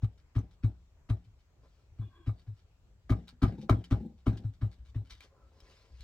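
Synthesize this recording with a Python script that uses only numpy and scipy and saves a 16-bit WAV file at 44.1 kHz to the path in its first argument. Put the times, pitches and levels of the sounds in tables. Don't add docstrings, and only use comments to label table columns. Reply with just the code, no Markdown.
import sys
import numpy as np
from scipy import signal
from scipy.fft import rfft, irfft
from scipy.io import wavfile
from scipy.ndimage import uniform_filter1d, map_coordinates

SR = 44100
rng = np.random.default_rng(int(sys.argv[2]) if len(sys.argv) > 2 else 0)


def waveform_to_disk(signal):
    frames = np.transpose(np.atleast_2d(signal))
    scaled = np.clip(frames, -1, 1) * 32767
    samples = np.round(scaled).astype(np.int16)
    wavfile.write(sys.argv[1], SR, samples)


def ratio(d):
    e = np.asarray(d, float) / 20
    return 10 ** e


N = 266011

# (frequency [Hz], level [dB], t60 [s])
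CASE = [(404, 4, 0.013), (655, 3.5, 0.013), (807, -8.5, 0.022), (1075, 2.5, 0.0078), (1205, 5, 0.014),
        (1438, -6, 0.011), (1820, -13, 0.012), (2200, -8.5, 0.013)]
# (frequency [Hz], level [dB], t60 [s])
LID = [(2400, -2.5, 0.027), (3140, 2.5, 0.014), (3840, 7.5, 0.0076), (4650, -17, 0.013), (6090, -4, 0.0068),
       (8800, -35, 0.0053)]


def evened(x):
    return x / np.sqrt(np.mean(x ** 2) + 1e-20)


def read(points, hz):
    f, value = np.transpose(points)
    return np.interp(np.log(hz + 1), np.log(f + 1), value)


def add(mix, s, sound):
    part = mix[max(round(s * SR), 0):][:len(sound)]
    part += sound[:len(part)]


def coloured(x, spectrum):
    gain = ratio(read(spectrum, np.fft.rfftfreq(len(x), 1 / SR)))
    return evened(irfft(rfft(x) * gain, len(x)))


def patchy(x, spread_db):
    z = signal.stft(x, nperseg=512, noverlap=384)[2]
    field = rng.standard_normal(z.shape[::-1]).T
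    for _ in range(2):
        field = uniform_filter1d(field, size=4, axis=0)
        field = uniform_filter1d(field, size=8, axis=1)
    z = z * ratio(spread_db * evened(field))
    return evened(signal.istft(z, nperseg=512, noverlap=384)[1][:N])


def crackle(per_s, spread_db):
    size = ratio(spread_db * np.minimum(rng.exponential(1, N), 4)) * rng.standard_normal(N)
    return size * (rng.random(N) < per_s / SR)


def ring(modes, trough_s=None):
    t = np.arange(SR // 2) / SR
    out = np.zeros(len(t))
    for hz, db, t60 in modes:
        late = 0 if trough_s is None else trough_s + 1 / (4 * hz)
        out += ratio(db - 60 * t / t60) * np.sin(2 * np.pi * hz * (t - late))
    return out


def shaken(modes, per_s, spread_db, soft_ms):
    ms = np.arange(SR // 2) / SR * 1000
    one_jolt = ring(modes, soft_ms / 1000) * (1 - np.exp(-(ms / soft_ms) ** 2))
    return evened(signal.oaconvolve(crackle(per_s, spread_db), one_jolt)[:N])


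def through_lid(clicks):
    return evened(signal.oaconvolve(clicks, ring(LID))[:N])


def gesture(rise_ms, hold_ms, t60):
    ms = np.arange(SR // 4) / SR * 1000
    rise = np.sin(np.pi / 2 * np.minimum(ms / rise_ms, 1)) ** 2
    falling_s = np.maximum(ms - rise_ms - hold_ms, 0) / 1000
    return rise * ratio(-60 * falling_s / t60)


def air():
    # (frequency [Hz], level [dB])
    spectrum = [(20, -19.5), (40, -10), (58, -6), (81, -10.5), (222, -33.5), (450, -34.5), (1810, -45),
                (7730, -52), (8650, -66.5), (16000, -61.5)]
    # (frequency [Hz], correlation [-1 to 1])
    likeness = [(60, 1), (240, 0.73), (950, 0.57), (3770, -0.34), (15000, 0.36)]
    frames, hz = N // 512 + 5, np.fft.rfftfreq(2048, 1 / SR)
    a, b, c, d, patches = rng.standard_normal((frames, 1025, 5)).T
    patches = evened(uniform_filter1d(uniform_filter1d(patches, 30, 0), 8, 1))
    same = np.clip(read(likeness, hz), -1, 1)[:, None]
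    left, unrelated = a + 1j * b, c + 1j * d
    z = np.array([left, same * left + np.sqrt(1 - same ** 2) * unrelated])
    z *= ratio(read(spectrum, hz)[:, None] + 1.8 * patches)
    pair = evened(signal.istft(z, nperseg=2048, noverlap=1536)[1][:, :N])
    return ratio(-61) * pair * ratio(np.array([[.8], [-.8]]))


def room(x):
    # (frequency [Hz], t60 [s])
    lasting = [(100, 0.12), (400, 0.25), (1200, 0.15), (3000, 0.067), (8000, 0.053)]
    # (frequency [Hz], level [dB])
    strength = [(60, -35), (250, -20), (600, -5.5), (1200, -3.5), (4000, -1), (10000, 1)]
    taps = np.zeros((2, SR // 2))
    at = np.arange(120, SR // 2 - 20, 20)
    at = at + rng.integers(0, 20, (2, len(at)))
    np.put_along_axis(taps, at, rng.choice([-1., 1.], at.shape), 1)
    hz, t, z = signal.stft(taps, SR, nperseg=512)
    t60 = read(lasting, hz)
    decay = ratio(-60 * t / t60[:, None])
    decay *= (ratio(read(strength, hz)) / np.sqrt(t60 * SR / 20 / np.log(1e6)))[:, None]
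    echoes = signal.istft(z * decay, SR, nperseg=512)[1]
    return signal.fftconvolve(x[None], echoes, axes=1)[:, :N]


def slides():
    # (time [s], drag level [dB], skin hiss level [dB])
    strokes = [
        [(1.58, -119, -99), (1.646, -62.5, -79), (1.732, -100, -84.5), (1.798, -72, -82), (1.874, -89, -92),
         (1.96, -103, -100)],
        [(5.24, -45, -41), (5.258, -59, -70), (5.29, -88, -85), (5.324, -69, -95), (5.54, -74, -82.5),
         (5.702, -67, -67.5), (5.76, -74, -70), (5.926, -72.5, -78), (5.976, -82, -74), (6.03, -72, -65)],
    ]
    # (frequency [Hz], level [dB])
    drag_colour = [(150, -3), (250, -5), (433, -0.5), (701, -8), (963, -11.5), (1290, -11.5), (1650, -22),
                   (2500, -43), (3250, -82)]
    skin_colour = [(700, -18), (1200, -2.5), (2340, 3), (3140, 0.5), (5030, 2.5), (12000, -30),
                   (15600, -58)]
    # (frequency [Hz], level [dB], t60 [s])
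    scrape = [(460, 8, 0.039), (544, 1.5, 0.13), (1036, 4, 0.029), (1300, -33, 0.04)]
    out, t = np.zeros(N), np.arange(N) / SR
    drag = coloured(crackle(1700, 2.0), drag_colour)
    skin = patchy(coloured(crackle(9700, 0.37), skin_colour), 2.6)
    drag = evened(drag + shaken(scrape, 490, 1.1, 0.23))
    for rows in strokes:
        s, drag_db, skin_db = np.transpose(rows)
        edges = np.clip(np.minimum(t - s[0], s[-1] + .04 - t) / 0.035, 0, 1)
        out += edges * ratio(np.interp(t, s, drag_db)) * drag
        out += edges * ratio(np.interp(t, s, skin_db)) * skin
    return out


def whistles():
    # (time [s], level [dB], hold [ms], frequency [Hz])
    whistle_list = [(2.36, -84.5, 49, 4560), (5.367, -77.5, 110, 1300)]
    out = np.zeros(N)
    for s, db, hold_ms, hz in whistle_list:
        level = ratio(db) * gesture(6.6, hold_ms, 0.054)
        tone = shaken([(hz, 0, .03)], 5400, .6, .12)
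        add(out, s, level * tone[-len(level):])
    return out


def creak():
    # (time [s], low mode level [dB], middle modes level [dB], high modes level [dB])
    levels = [(2.009, -79, -64, -74.5), (2.081, -77, -86.5, -74), (2.12, -98, -72.5, -90.5),
              (2.159, -76, -67.5, -72.5), (2.2, -65, -72.5, -80.5), (2.23, -70.5, -74, -75),
              (2.265, -94, -69, -81)]
    # (frequency [Hz], level [dB], t60 [s])
    low = [(345.6, 0, 0.22)]
    middle = [(1088, 5, 0.077), (1575, 0, 0.077)]
    high = [(2430, -7, .05), (2850, -12, .04), (3375, 0, .06)]
    t, (s, *levels_db) = np.arange(N) / SR, np.transpose(levels)
    edges = np.clip(np.minimum(t - s[0], s[-1] - t) / 0.0054, 0, 1)
    wander = uniform_filter1d(uniform_filter1d(rng.standard_normal(N), size=600), size=600)
    wander = 2.6 * evened(wander)
    sag_per_s, true_pitch_s = .14, 2.12
    slowed = t - sag_per_s * (t - true_pitch_s) ** 2 / 2
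    out = np.zeros(N)
    for db, modes, clock in zip(levels_db, (low, middle, high), (t, t, slowed)):
        lines = np.zeros(N)
        for hz, mode_db, _ in modes:
            lines += ratio(mode_db) * np.sin(2 * np.pi * hz * t + wander)
        fuzz = shaken(modes, 5000, .6, .12)
        sound = evened(evened(lines) + 1.1 * fuzz)
        out += ratio(np.interp(t, s, db)) * map_coordinates(sound, [clock * SR], order=3)
    return edges * out


def peels():
    # (time [s], level [dB], length before the fade [ms])
    peel_list = [(0.174, -76, 23), (0.506, -74.5, 26), (1.24, -74, 9.9), (1.385, -80, 23), (2.378, -75, 41),
                 (2.56, -77, 45), (3.272, -62.5, 24), (3.577, -69, 16), (3.608, -63, 19),
                 (3.837, -61.5, 16), (4.176, -74, 20), (4.368, -61.5, 9.5), (4.53, -75.5, 24),
                 (4.708, -68.5, 31), (4.848, -71, 47), (5.045, -75.5, 92), (5.095, -56.5, 21),
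                 (5.13, -72, 110), (5.202, -67.5, 43)]
    # (frequency [Hz], level [dB])
    tack = [(600, -13.5), (1500, -3), (2200, -7.5), (4500, 1.5), (16000, -34.5)]
    level = np.zeros(N)
    for s, db, length_ms in peel_list:
        rise_ms = 3 + 0.06 * length_ms
        hold_ms = max(length_ms - rise_ms, 0)
        add(level, s, ratio(db) * gesture(rise_ms, hold_ms, 0.1))
    snaps = crackle(2800, 4.0)
    return level * patchy(coloured(snaps, tack) + 0.45 * through_lid(snaps), 2.0)


def knocks():
    # (time [s], level [dB], level of lid and snap against the case [dB])
    knock_list = [(0.046, -43, -15), (0.363, -36.5, -22.5), (.381, -38.5, -29), (1.101, -40, -11),
                  (2.023, -50.5, -23), (2.273, -52, -11), (2.293, -38.5, -32), (3.096, -32, -31.5),
                  (3.105, -35.5, -12.5), (3.123, -27.5, -29), (3.431, -32.5, -13), (3.444, -27.5, -30),
                  (3.695, -11.5, -42.5), (3.698, -20, -18), (3.911, -37.5, -21), (4.268, -26, -29)]
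    # (time [s], level [dB], frequency [Hz])
    ticks = [(0.39, -54, 6080), (3.281, -49, 3810), (3.842, -49.5, 3025), (4.375, -56.5, 3140),
             (5.115, -52, 4100), (5.207, -47, 2400), (5.604, -54, 5160), (6.008, -50, 4240)]
    out, t = np.zeros(N), np.arange(SR // 2) / SR
    onset = 1 - np.exp(-(t / 0.002) ** 2)
    case, lid = ring(CASE, 0.0007) * onset, ring(LID)
    noise = rng.standard_normal((len(knock_list + ticks), len(t)))
    snaps = np.gradient(noise, axis=1) * ratio(-60 * t / 0.01)
    for (s, db, bright_db), snap in zip(knock_list, snaps):
        add(out, s - .0006, ratio(db) * (case + ratio(bright_db) * (lid + 0.28 * snap)))
    for (s, db, hz), snap in zip(ticks, snaps[len(knock_list):]):
        add(out, s, ratio(db) * (0.34 * lid + ring([(hz, 0, .016)]) + 0.16 * snap))
    return out


def pushes():
    # (time of the first deep trough [s], force [dB], hardness [dB], swell [ms], free ring [ms])
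    taps = [(0.037, -23, -9.5, 7.5, 23.7), (0.371, -22, -2.5, 10, 28), (0.647, -21.5, -4.5, 8, 36),
            (1.11, -22.5, -2, 10.4, 39), (1.277, -50.5, -20, 18, 27), (1.999, -32.5, -10.5, 6.6, 78),
            (2.282, -25, -4, 9.5, 39), (2.489, -34, -16, 14.6, 51), (3.115, -20, 5.5, 10.6, 27),
            (3.440, -19, 10, 11.1, 11), (3.479, -29, -10, 7, 18), (3.711, -18, 4.5, 10, 42),
            (3.784, -29.5, -24, 17, 24), (3.927, -21, 7, 10.5, 30), (4.281, -22.5, 8.5, 9.8, 35),
            (4.337, -41, -3, 2, 160), (4.453, -29, -15.5, 8, 51), (4.634, -23, -3.5, 12.1, 41),
            (4.965, -28.5, -5.5, 9.6, 60)]
    # (time of the trough [s], level [dB], swell [ms])
    leans = [(4.811, -37.5, 23.3), (4.902, -39.5, 25.6), (5.133, -49, 14), (5.434, -50.5, 20),
             (5.637, -55, 11), (5.95, -38, 30), (6.011, -51, 6.3)]
    out = []
    for s, db, hard_db, swell_ms, free_ms in taps:
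        sway_db = db - 9 + .45 * hard_db
        out.append((s, db, sway_db, db + hard_db, swell_ms, free_ms))
    for s, db, swell_ms in leans:
        out.append((s, db - 17, db, db - 19.5, swell_ms, 89))
    return out


def squashes():
    # (frequency [Hz], level [dB])
    foam = [(880, -19), (1500, 1.5), (2340, -3), (4080, -7), (5660, -10), (10000, -38.5), (16000, -34.5)]
    case, fizz = np.zeros(N), np.zeros(N)
    rise_ms, hold_ms = 10.7, 32.6
    for trough_s, _, _, box_db, swell_ms, _ in pushes():
        s = trough_s - (13.4 + 1.064 * swell_ms) / 1000
        case_db, fizz_db = -36 + 0.82 * box_db, -43 + 0.75 * box_db
        add(case, s, ratio(case_db) * gesture(rise_ms, hold_ms, 0.021))
        burst, tail = gesture(rise_ms, 0.32 * hold_ms, 0.053), gesture(rise_ms, hold_ms, 0.45)
        add(fizz, s, ratio(fizz_db) * (burst + 0.22 * tail))
    cells = crackle(4000, 2.5)
    jolts = patchy(shaken(CASE, 1200, 3.5, .9), 2.5)
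    return case * jolts + fizz * patchy(coloured(cells, foam) + 0.1 * through_lid(cells), 3)


def rocks():
    # (time [s], level [dB])
    rock_list = [(2.022, -45.5), (0.439, -47.5), (3.189, -38.5), (3.329, -50), (3.524, -32.5), (3.586, -32),
                 (3.63, -40.5), (3.66, -45), (4.008, -36), (4.027, -42.5), (4.052, -34.5), (4.077, -46.5),
                 (4.123, -54.5), (4.396, -44.5)]
    # (frequency [Hz], level [dB], t60 [s])
    woody = [(148, -2, 0.089), (216.3, -3.5, 0.18), (306, -13.5, 0.086), (370, -13, 0.079),
             (496, -11.5, 0.06), (800, -12, 0.032)]
    swell_ms = 5.5
    rattle, out, ms = np.zeros(N), np.zeros(N), np.arange(SR // 2) / SR * 1000
    swell = 1 - np.exp(-(ms / swell_ms) ** 2)
    chances = rng.standard_normal((len(rock_list), len(woody), 2))
    for (s, db), chance in zip(rock_list, chances):
        modes = [(hz * (1 + .06 * a), mode_db + 2.5 * b, t60)
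                 for (hz, mode_db, t60), (a, b) in zip(woody, chance)]
        add(out, s - swell_ms / 1000, ratio(db) * swell * ring(modes, swell_ms / 1000))
        add(rattle, s, ratio(db - 11) * gesture(swell_ms, swell_ms, 0.19))
    return out + rattle * shaken(woody, 400, 2, swell_ms)


def table():
    # (frequency [Hz], level [dB], t60 [s])
    sway_modes = [(45, 18, 0.057), (62.43, 2, 0.32)]
    top_modes = [(78.6, -21.5, 0.88), (108.8, 6, 0.28), (127.4, -18, 0.39)]
    box_modes = [(176.1, -24.5, 0.5), (212.1, -5.5, 0.084), (261.3, 5.5, 0.054), (314.2, -22.5, 0.13),
                 (365.4, -15.5, 0.09)]
    sag, sag_ms = 0.15, 39.5
    out, shudder, ms = np.zeros(N), np.zeros(N), np.arange(SR // 2) / SR * 1000
    for s, top_db, sway_db, box_db, swell_ms, free_ms in pushes():
        lead = 1.71 * swell_ms / 1000
        swell = 1 - np.exp(-(ms / swell_ms) ** 2)
        after_free_ms = ms - 1000 * lead - free_ms
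        settle = 0.43 + 0.72 / (1 + np.exp(np.clip(after_free_ms / 2.0, -50, 50)))
        settle = settle * ratio(-60 * np.maximum(after_free_ms / 1000, 0) / 0.24)
        gained_ms = sag * sag_ms * (np.exp(-1000 * lead / sag_ms) - np.exp(-ms / sag_ms))
        sagging_ms = ms * (1 - sag / 2) + 500 * lead * sag + gained_ms
        top = np.interp(sagging_ms, ms, ring(top_modes, lead))
        top = top * (1 - np.exp(-(ms / (1.55 * swell_ms)) ** 2))
        waves = ratio(top_db) * top * settle
        waves += ratio(sway_db) * ring(sway_modes, lead + .002)
        waves += ratio(box_db) * ring(box_modes, lead + 0.00053)
        add(out, s - lead, swell * waves)
        add(shudder, s - lead, ratio(box_db - 27.0) * gesture(swell_ms, free_ms, 0.27))
    box = shaken(box_modes, 400, 2.2, 2.37)
    case = shaken(CASE[:3], 500, 2.5, 1.5)
    low = shaken(sway_modes + top_modes, 150, 2.5, 6)
    return out + shudder * (box + 0.29 * case + 0.68 * low)


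def scene():
    # (frequency [Hz], phase [radians])
    left_lead = [(300, 0.062), (1300, 0.12), (2200, 1.6), (3800, 1.13), (7400, 1.4), (8500, .4),
                 (12000, .05)]
    near = table() + rocks() + squashes() + knocks() + peels() + slides() + creak() + whistles()
    turn = np.exp(.5j * read(left_lead, np.fft.rfftfreq(N, 1 / SR)))
    pair = irfft(rfft(near) * np.array([ratio(1.2) * turn, ratio(-.9) / turn]), N)
    return pair + room(near) + air()


def band_limit(x):
    return signal.sosfilt(signal.butter(12, 16470, fs=SR, output="sos"), x)


def record(dry):
    capture_rate, whine_hz, whine_db = 48000, 8000, -103
    n = np.arange(N)
    bass_cut = signal.butter(2, 35, "high", fs=SR, output="sos")
    felt = signal.sosfilt(bass_cut, dry)
    whined = felt + ratio(whine_db) * np.sqrt(2) * np.sin(2 * np.pi * whine_hz * n / SR)
    nearest = np.round(n * capture_rate / SR) * SR / capture_rate
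    picked = np.array([map_coordinates(channel, [nearest], order=3, mode="nearest") for channel in whined])
    return band_limit(picked)


dry = scene()
out = record(dry)
waveform_to_disk(out)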